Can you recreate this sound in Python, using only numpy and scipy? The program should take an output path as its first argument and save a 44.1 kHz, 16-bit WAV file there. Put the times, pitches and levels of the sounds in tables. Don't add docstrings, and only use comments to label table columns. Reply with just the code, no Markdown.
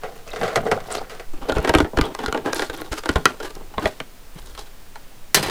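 import sys
import numpy as np
from scipy import signal
from scipy.fft import rfft, irfft
from scipy.io import wavfile

SR = 44100
rng = np.random.default_rng(int(sys.argv[2]) if len(sys.argv) > 2 else 0)


def transcribe(signal):
    frames = np.atleast_2d(signal).T
    limited = np.clip(frames, -1, 1)
    pcm = np.round(limited * 32767).astype(np.int16)
    wavfile.write(sys.argv[1], SR, pcm)


N = 242550
TIME = np.arange(N) / SR
TOP_HZ = 16100


def amp(db):
    return 10 ** (np.asarray(db) / 20)


def rms(x):
    return np.sqrt(np.mean(x ** 2)) + 1e-12


def fade(t, t60):
    return np.exp(-np.log(1000) * t / t60)


def swell(centre_s, half_s):
    return np.exp(-np.minimum(((TIME - centre_s) / half_s) ** 2, 20))


def flicker(per_s):
    return np.interp(TIME * per_s, np.arange(4096), rng.standard_normal(4096))


def add(track, start_s, sound):
    i = max(int(start_s * SR), 0)
    track[i:i + len(sound)] += sound[:N - i]


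def dull(x, hz):
    pole = np.exp(-2 * np.pi * hz / SR)
    return signal.lfilter([1 - pole], [1, -pole], x)


def rumble(hz):
    band = signal.butter(2, [hz / 2, 2 * hz], "band", fs=SR, output="sos")
    air = signal.sosfilt(band, rng.standard_normal(N))
    return air / rms(air)


# frequency_hz, relative_density_db
NOISE_FLOOR = [(20, 13), (40, -9.5), (86, -10), (160, -14.5), (600, -18.5), (4500, -27.5), (13000, -32.5),
               (16000, -37)]

def background(hiss_db=-37.5, whine_hz=14734, whine_db=-62):
    hz, db = np.transpose(NOISE_FLOOR)
    bins_hz = np.maximum(np.arange(N // 2 + 1) * SR / N, 1)
    spectrum = amp(np.interp(np.log(bins_hz), np.log(hz), db))
    hiss = irfft(rfft(rng.standard_normal(N)) * spectrum, N)
    whine = np.sqrt(2) * np.sin(2 * np.pi * whine_hz * TIME)
    return amp(hiss_db) * hiss / rms(hiss) + amp(whine_db) * whine


def room(x, wet_db=-11, t60=0.14, damp_hz=3580, build_s=0.0024):
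    t = TIME[:SR // 2]
    tail = rng.standard_normal(len(t)) * fade(t, t60) * (1 - np.exp(-(t / build_s) ** 2))
    tail = dull(tail / np.sqrt(np.sum(tail ** 2)), damp_hz)
    return x + amp(wet_db) * signal.fftconvolve(x, tail)[:N]


# centre_s, half_length_s, level_db, centre_hz
AIR_SWELLS = [(1.367, 0.072, -20.5, 5.7), (4.493, 0.15, -40, 21)]

def draughts():
    return sum(amp(db) * rumble(hz) * swell(centre_s, half_s) for centre_s, half_s, db, hz in AIR_SWELLS)


# start_s, level_db, pitch_hz
TRAY_THUDS = [(1.521, -22.5, 55), (1.565, -13.5, 55), (1.589, -13.5, 61.7), (1.695, -18.5, 71),
              (1.755, -11.5, 61.6), (1.783, -15, 67), (1.806, -40, 62.4), (1.827, -14, 76),
              (1.977, -11, 48.6), (2.013, -10, 47.7), (2.281, -20, 55.8), (2.695, -27, 53.3),
              (2.915, -19.5, 49.4), (3.094, -18.5, 73.7), (3.159, -9.5, 66.7), (3.776, -24, 65.6),
              (3.852, -19.5, 74.2), (4.358, -31.5, 162)]

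def thuds(t60=0.046, rise_s=0.0075, gain_db=0.5, overtone_ratio=1.95, overtone_db=-10):
    track, t = np.zeros(N), TIME[:SR // 5]
    envelope = (1 - np.exp(-t / rise_s)) * fade(t, t60)
    for start_s, level_db, pitch_hz in TRAY_THUDS:
        phase = 2 * np.pi * pitch_hz * t
        swing = -(np.sin(phase) + amp(overtone_db) * np.sin(overtone_ratio * phase)) * envelope
        add(track, start_s, amp(level_db + gain_db) * swing / np.abs(swing).max())
    return track


def touched(modes, stiffness, detune, spread_db):
    chance = rng.standard_normal((len(modes), 2))
    return [(hz * stiffness * np.exp(detune * shift), width * stiffness, db + spread_db * boost)
            for (hz, width, db), (shift, boost) in zip(modes, chance)]


def shell(force, modes, soft_hz, top_hz):
    out = force.copy()
    for hz, width, db in modes:
        out += amp(db) * signal.lfilter(*signal.iirpeak(min(hz, TOP_HZ), hz / width, fs=SR), force)
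    return signal.lfilter(*signal.butter(2, top_hz, fs=SR), dull(out, soft_hz))


# low_hz, high_hz
SHELL_RANGES = [(90, 235), (310, 1000), (1000, 3500), (3500, 16000)]
BANDS = [signal.butter(3, edges, "band", fs=SR, output="sos") for edges in SHELL_RANGES]
OCTAVES = np.log2(np.sqrt(np.prod(SHELL_RANGES, axis=1)) / 1000)

def balance(level_db, tilt, colour_db):
    return level_db + np.array(colour_db) + tilt * OCTAVES


def blows(table, colour_db, modes, soft_hz, top_hz, tick_db, treble_damping, detune,
          graze_db=-np.inf, grip=None):
    attack = int(0.012 * SR)
    track, t = np.zeros(N), TIME[:SR // 5] - TIME[attack]
    graze = amp(graze_db) * fade(abs(t), t60=0.028)
    for start_s, level_db, tilt, t60 in table:
        stiffness = 1 if grip is None else np.interp(start_s, *np.transpose(grip))
        struck = touched(modes, stiffness, detune, spread_db=2.5)
        levels_db = balance(level_db, tilt, colour_db)
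        with_thud = any(abs(start_s - thud[0]) < 0.013 for thud in TRAY_THUDS)
        levels_db[0] += 0.42 * (level_db + 15.5) + 7 * with_thud
        for octave, band, db in zip(OCTAVES, BANDS, levels_db):
            ring = fade(abs(t), t60 * 2 ** (-treble_damping * octave))
            force = rng.choice([-1., 1.], len(t)) * np.where(t < 0, graze, ring)
            force[attack] = amp(tick_db) * np.sqrt(np.sum(force ** 2))
            sound = signal.sosfilt(band, shell(force, struck, soft_hz, top_hz))
            onset_rms = max(rms(sound[attack:2 * attack]), rms(sound[2 * attack:3 * attack]))
            add(track, start_s + t[0], sound * amp(db) / onset_rms)
    return track


def slips(per_s, slip_s, smooth_db):
    jerks = (rng.random(N) < per_s / SR).astype(float)
    grains = dull(jerks, 1 / (2 * np.pi * slip_s)) * rng.standard_normal(N)
    return grains / rms(grains) + amp(smooth_db) * rng.standard_normal(N)


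# flex_db, hollow_db, clack_db, crack_db
RUB_COLOUR = (-11, 1, -4.5, -12.5)

def slides(table, friction, modes, soft_hz, top_hz, detune, air_db, wander_db, gain_db=-2.5):
    track, t, air = np.zeros(N), TIME[:SR // 2], rumble(hz=60)
    rise = np.minimum(t / 0.009, 1)
    for start_s, length_s, level_db, tilt in table:
        span = (int(start_s * SR) + np.arange(len(t))) % N
        rubbed = touched(modes, stiffness=0.99, detune=detune, spread_db=-1.5)
        body = shell(friction[span], rubbed, soft_hz, top_hz)
        sound = amp(level_db + air_db) * air[span]
        for band, db in zip(BANDS, balance(level_db, tilt, RUB_COLOUR)):
            voice = signal.sosfilt(band, body)
            sound += amp(db + wander_db * flicker(per_s=63)[span]) * voice / rms(voice)
        release = fade(np.maximum(t - length_s, 0), t60=0.25)
        add(track, start_s, sound * rise * release)
    return amp(gain_db) * track


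def crinkles(table, per_s=72, centre_hz=4100, q=2.8, gain_db=-0.5, spread_db=2.5):
    track, t = np.zeros(N), TIME[:SR // 20]
    for start_s, length_s, level_db, tilt in table:
        for size, octave in rng.standard_normal((round(per_s * length_s), 2)):
            hz = np.clip(centre_hz * 2 ** octave, 800, 12000)
            burst = rng.standard_normal(len(t)) * fade(t, t60=0.014)
            tick = signal.lfilter(*signal.iirpeak(hz, q, fs=SR), burst)
            db = level_db + gain_db + spread_db * min(size, 1) + tilt * np.log2(hz / 1000)
            add(track, start_s + length_s * rng.random(), amp(db) * tick / np.abs(tick).max())
    return track


# pitch_hz, width_hz, gain_db
CHARGER_RESONANCES = [(155, 120, 5.5), (1762, 24, 9.8), (3480, 57, 2.5), (4000, 33, 4), (4190, 56, 6.2),
                      (4950, 95, 4.9), (6100, 45, 3.6), (8410, 18, 9.3)]
# start_s, level_db, tilt_db_per_octave, t60_s
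CHARGER_LANDINGS = [(5.345, -17.5, 2.15, .1), (5.368, -21, -1.8, 0.15), (5.427, -26, -1, 0.17)]
# flex_db, hollow_db, clack_db, crack_db
LANDING_COLOUR = (-9, -1.5, 1.5, 1)
# start_s, length_s, level_db, tilt_db_per_octave
TABLE_DRAGS = [(5.37, 0.043, -32.5, 4), (5.455, .06, -24, 1)]

def charger(scrape):
    clatter = blows(CHARGER_LANDINGS, LANDING_COLOUR, CHARGER_RESONANCES, soft_hz=4900, top_hz=14500,
                    tick_db=-21, treble_damping=0.17, detune=0.00085)
    drag = slides(TABLE_DRAGS, scrape, CHARGER_RESONANCES, soft_hz=2070, top_hz=12600,
                  detune=0.02, air_db=-10, wander_db=1)
    return clatter + drag


# pitch_hz, width_hz, gain_db
BOX_RESONANCES = [(123, 12, -11), (423, 7.7, -5), (481, 21.5, 20.5), (551, 76, 15), (646, 23, 9),
                  (685, 24, 17), (717, 49, 15.5), (1370, 530, 14.5), (1920, 110, 10.5)]
# start_s, level_db, tilt_db_per_octave, t60_s
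BOX_CATCHES = [(0.035, -31.5, -1, .24), (0.333, -33.5, -0.5, .04), (0.361, -31.5, 1, 0.13),
               (0.413, -26.5, -1, .09), (0.432, -23.5, -0.5, 0.32), (0.479, -29.5, 1, 0.2),
               (0.558, -17.5, 1.45, 0.078), (0.573, -22.5, -1.5, 0.086), (0.666, -29, -1.5, 0.1),
               (0.715, -17.5, -0.25, 0.084), (0.803, -40.5, 2, 0.078), (0.919, -35, 1, 0.13),
               (1.097, -42, 3.5, 0.41), (1.197, -36.5, 1.1, .12)]
# flex_db, hollow_db, clack_db, crack_db
KNOCK_COLOUR = (-8.5, 2.5, -1.5, -10.5)
# start_s, length_s, level_db, tilt_db_per_octave
BOX_PULLS = [(.01, 0.17, -43.5, 0.7), (0.262, 0.28, -39, 1), (0.378, .15, -38, -2.5),
             (0.598, 0.17, -30.5, -2.5), (0.835, 0.043, -34, -1), (0.898, 0.071, -31, 1.55),
             (0.997, 0.045, -42, -1.8), (1.098, 0.058, -40, 0)]

def box(scrape):
    knocks = blows(BOX_CATCHES, KNOCK_COLOUR, BOX_RESONANCES, soft_hz=1490, top_hz=9900,
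                   tick_db=-8, treble_damping=0.22, detune=0.013, graze_db=-14.5)
    pulls = slides(BOX_PULLS, scrape, BOX_RESONANCES, soft_hz=1830, top_hz=9900,
                   detune=0.049, air_db=-15.5, wander_db=4.5)
    return knocks + pulls + crinkles(BOX_PULLS)


# centre_s, half_length_s, pitch_hz, glide_octaves_per_s, level_db
SKIN_SQUEAKS = [(0.296, 0.009, 2600, -1, -43), (0.319, 0.0053, 3900, -1, -36.5),
                (0.926, 0.0024, 8250, 2, -25), (0.984, 0.009, 4400, 20.5, -36),
                (2.048, 0.013, 3210, 4, -34.5)]

def squeaks(roughness=0.092, waver_hz=870):
    track = np.zeros(N)
    waver = dull(rng.standard_normal(N), waver_hz)
    waver = roughness * waver / rms(waver)
    for centre_s, half_s, pitch_hz, glide, level_db in SKIN_SQUEAKS:
        hz = pitch_hz * 2 ** np.clip(glide * (TIME - centre_s), -1, 1) * (1 + waver)
        tone = np.sqrt(2) * np.sin(2 * np.pi * np.cumsum(hz) / SR)
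        add(track, 0, amp(level_db) * swell(centre_s, half_s) * tone)
    return track


# pitch_hz, width_hz, gain_db
TRAY_RESONANCES = [(145.4, 37, 2.1), (282.7, 55, 17.3), (409, 13, 5), (396, 153, 10.4), (709, 330, 3.1),
                   (838, 33, 4.2), (1192, 39, 9.6), (1407, 98, 10.5), (1984, 37, 0.53), (2990, 290, 0.81),
                   (4090, 250, 0.53)]
# start_s, level_db, tilt_db_per_octave, t60_s
FINGER_TAPS = [(1.496, -19.5, -2.5, .07), (1.522, -25.5, 1.2, 0.033), (1.568, -25, -4, 0.14),
               (1.583, -25, -1.5, 0.036), (1.648, -21, -1.5, 0.066), (1.675, -20.5, -0.5, 0.12),
               (1.694, -16.5, 0.4, 0.046), (1.739, -16, -2, 0.053), (1.75, -11.5, -1.2, 0.052),
               (1.785, -21.5, 0.9, 0.061), (1.803, -15.5, -2.1, 0.062), (1.846, -27.5, -3.5, 0.11),
               (1.934, -39.5, -11.5, 0.12), (1.973, -20, -1.1, 0.056), (1.987, -16.5, -3, 0.048),
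               (2.15, -31.5, 1.6, 0.015), (2.19, -36.5, 2.1, 0.063), (2.282, -25.5, -1.5, 0.083),
               (2.346, -22.5, -3, 0.087), (2.376, -28, -1.7, 0.041), (2.46, -25, -2, 0.54),
               (2.532, -24, 2, 0.023), (2.595, -23.5, 1.1, 0.029), (2.621, -23.5, 0.9, 0.094),
               (2.698, -28.5, 0.5, 0.082), (2.818, -31, -1, 0.022), (2.929, -27.5, 1.5, 0.076),
               (3.036, -35.5, 1, 0.044), (3.058, -26.5, 1, 0.049), (3.091, -17, 0.05, 0.06),
               (3.158, -19, -0.5, 0.1), (3.402, -31, 0, 0.11), (3.447, -33, -1.4, 0.11),
               (3.553, -57, 8, .025), (3.567, -47.5, -12, 0.037), (3.739, -38.5, -2, 0.074),
               (3.781, -23, -3.5, 0.053), (3.857, -16.5, -1.4, 0.048), (4.55, -46, 4, 0.06),
               (4.577, -39.5, 3.5, 0.16), (4.957, -37.5, 0.7, 0.072)]
# time_s, pitch_ratio
RIM_GRIP = [(3.6, 1.033), (3.75, 2.81)]
# start_s, level_db, tilt_db_per_octave, t60_s
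CREASE_SNAPS = [(2.012, -26, 1.5, 0.043), (2.261, -28.5, 1.3, 0.026), (2.326, -25, -1.2, 0.015),
                (3.2555, -12.5, 0.95, 0.035), (4.002, -28.5, -2.5, 0.031)]
# flex_db, hollow_db, clack_db, crack_db
TAP_COLOUR = (-19.5, 0.36, -2, -10.5)
SNAP_COLOUR = (-11, -3, 3.5, -5.5)
# start_s, length_s, level_db, tilt_db_per_octave
FINGER_STROKES = [(1.332, 0.015, -34.5, -1.5), (1.405, .07, -36.5, -2.3), (1.48, .015, -32, .3),
                  (1.541, 0.16, -30.5, -1.5), (1.755, 0.064, -37, 1), (2.021, 0.037, -23.5, -1.5),
                  (2.181, 0.086, -32.5, -1), (2.353, 0.077, -34.5, -2), (2.438, 0.045, -30.5, -2),
                  (2.529, 0.093, -30.5, 3), (2.727, 0.1, -33.5, 1), (2.913, .075, -34, 3.5),
                  (3.103, 0.12, -38, 2), (3.267, 0.055, -34, 0.5), (3.424, 0.049, -33, 2),
                  (3.536, 0.15, -49, -4), (3.795, .05, -29.5, -1), (3.865, 0.013, -37, 3.5),
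                  (4.345, 0.095, -44, 1.3), (4.453, 0.034, -50.5, 5.5), (4.583, 0.018, -41.5, 4.5)]

def tray(catch_db=5.5):
    taps = blows(FINGER_TAPS, TAP_COLOUR, TRAY_RESONANCES, soft_hz=1460, top_hz=10100,
                 tick_db=-5, treble_damping=0.42, detune=0.108, graze_db=-12.5, grip=RIM_GRIP)
    snaps = blows(CREASE_SNAPS, SNAP_COLOUR, TRAY_RESONANCES, soft_hz=2159, top_hz=10648,
                  tick_db=-5.5, treble_damping=0.45, detune=0.03)
    creak = slips(per_s=450, slip_s=0.0021, smooth_db=-0.5) * amp(catch_db * flicker(per_s=59))
    strokes = slides(FINGER_STROKES, creak, TRAY_RESONANCES, soft_hz=3950, top_hz=11100,
                     detune=0.11, air_db=-15, wander_db=1.7)
    return taps + snaps + strokes + crinkles(FINGER_STROKES)


def scene():
    air = background() + draughts() + thuds()
    scrape = slips(per_s=800, slip_s=0.0026, smooth_db=-11.5)
    handling = charger(scrape) + box(scrape) + squeaks() + tray()
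    mono = air + room(handling)
    return np.array([mono, mono])


def record(dry):
    low_pass = signal.ellip(8, 0.2, 70, TOP_HZ, fs=SR, output="sos")
    return signal.sosfilt(low_pass, np.clip(dry, -1, 1))


dry = scene()
out = record(dry)
transcribe(out)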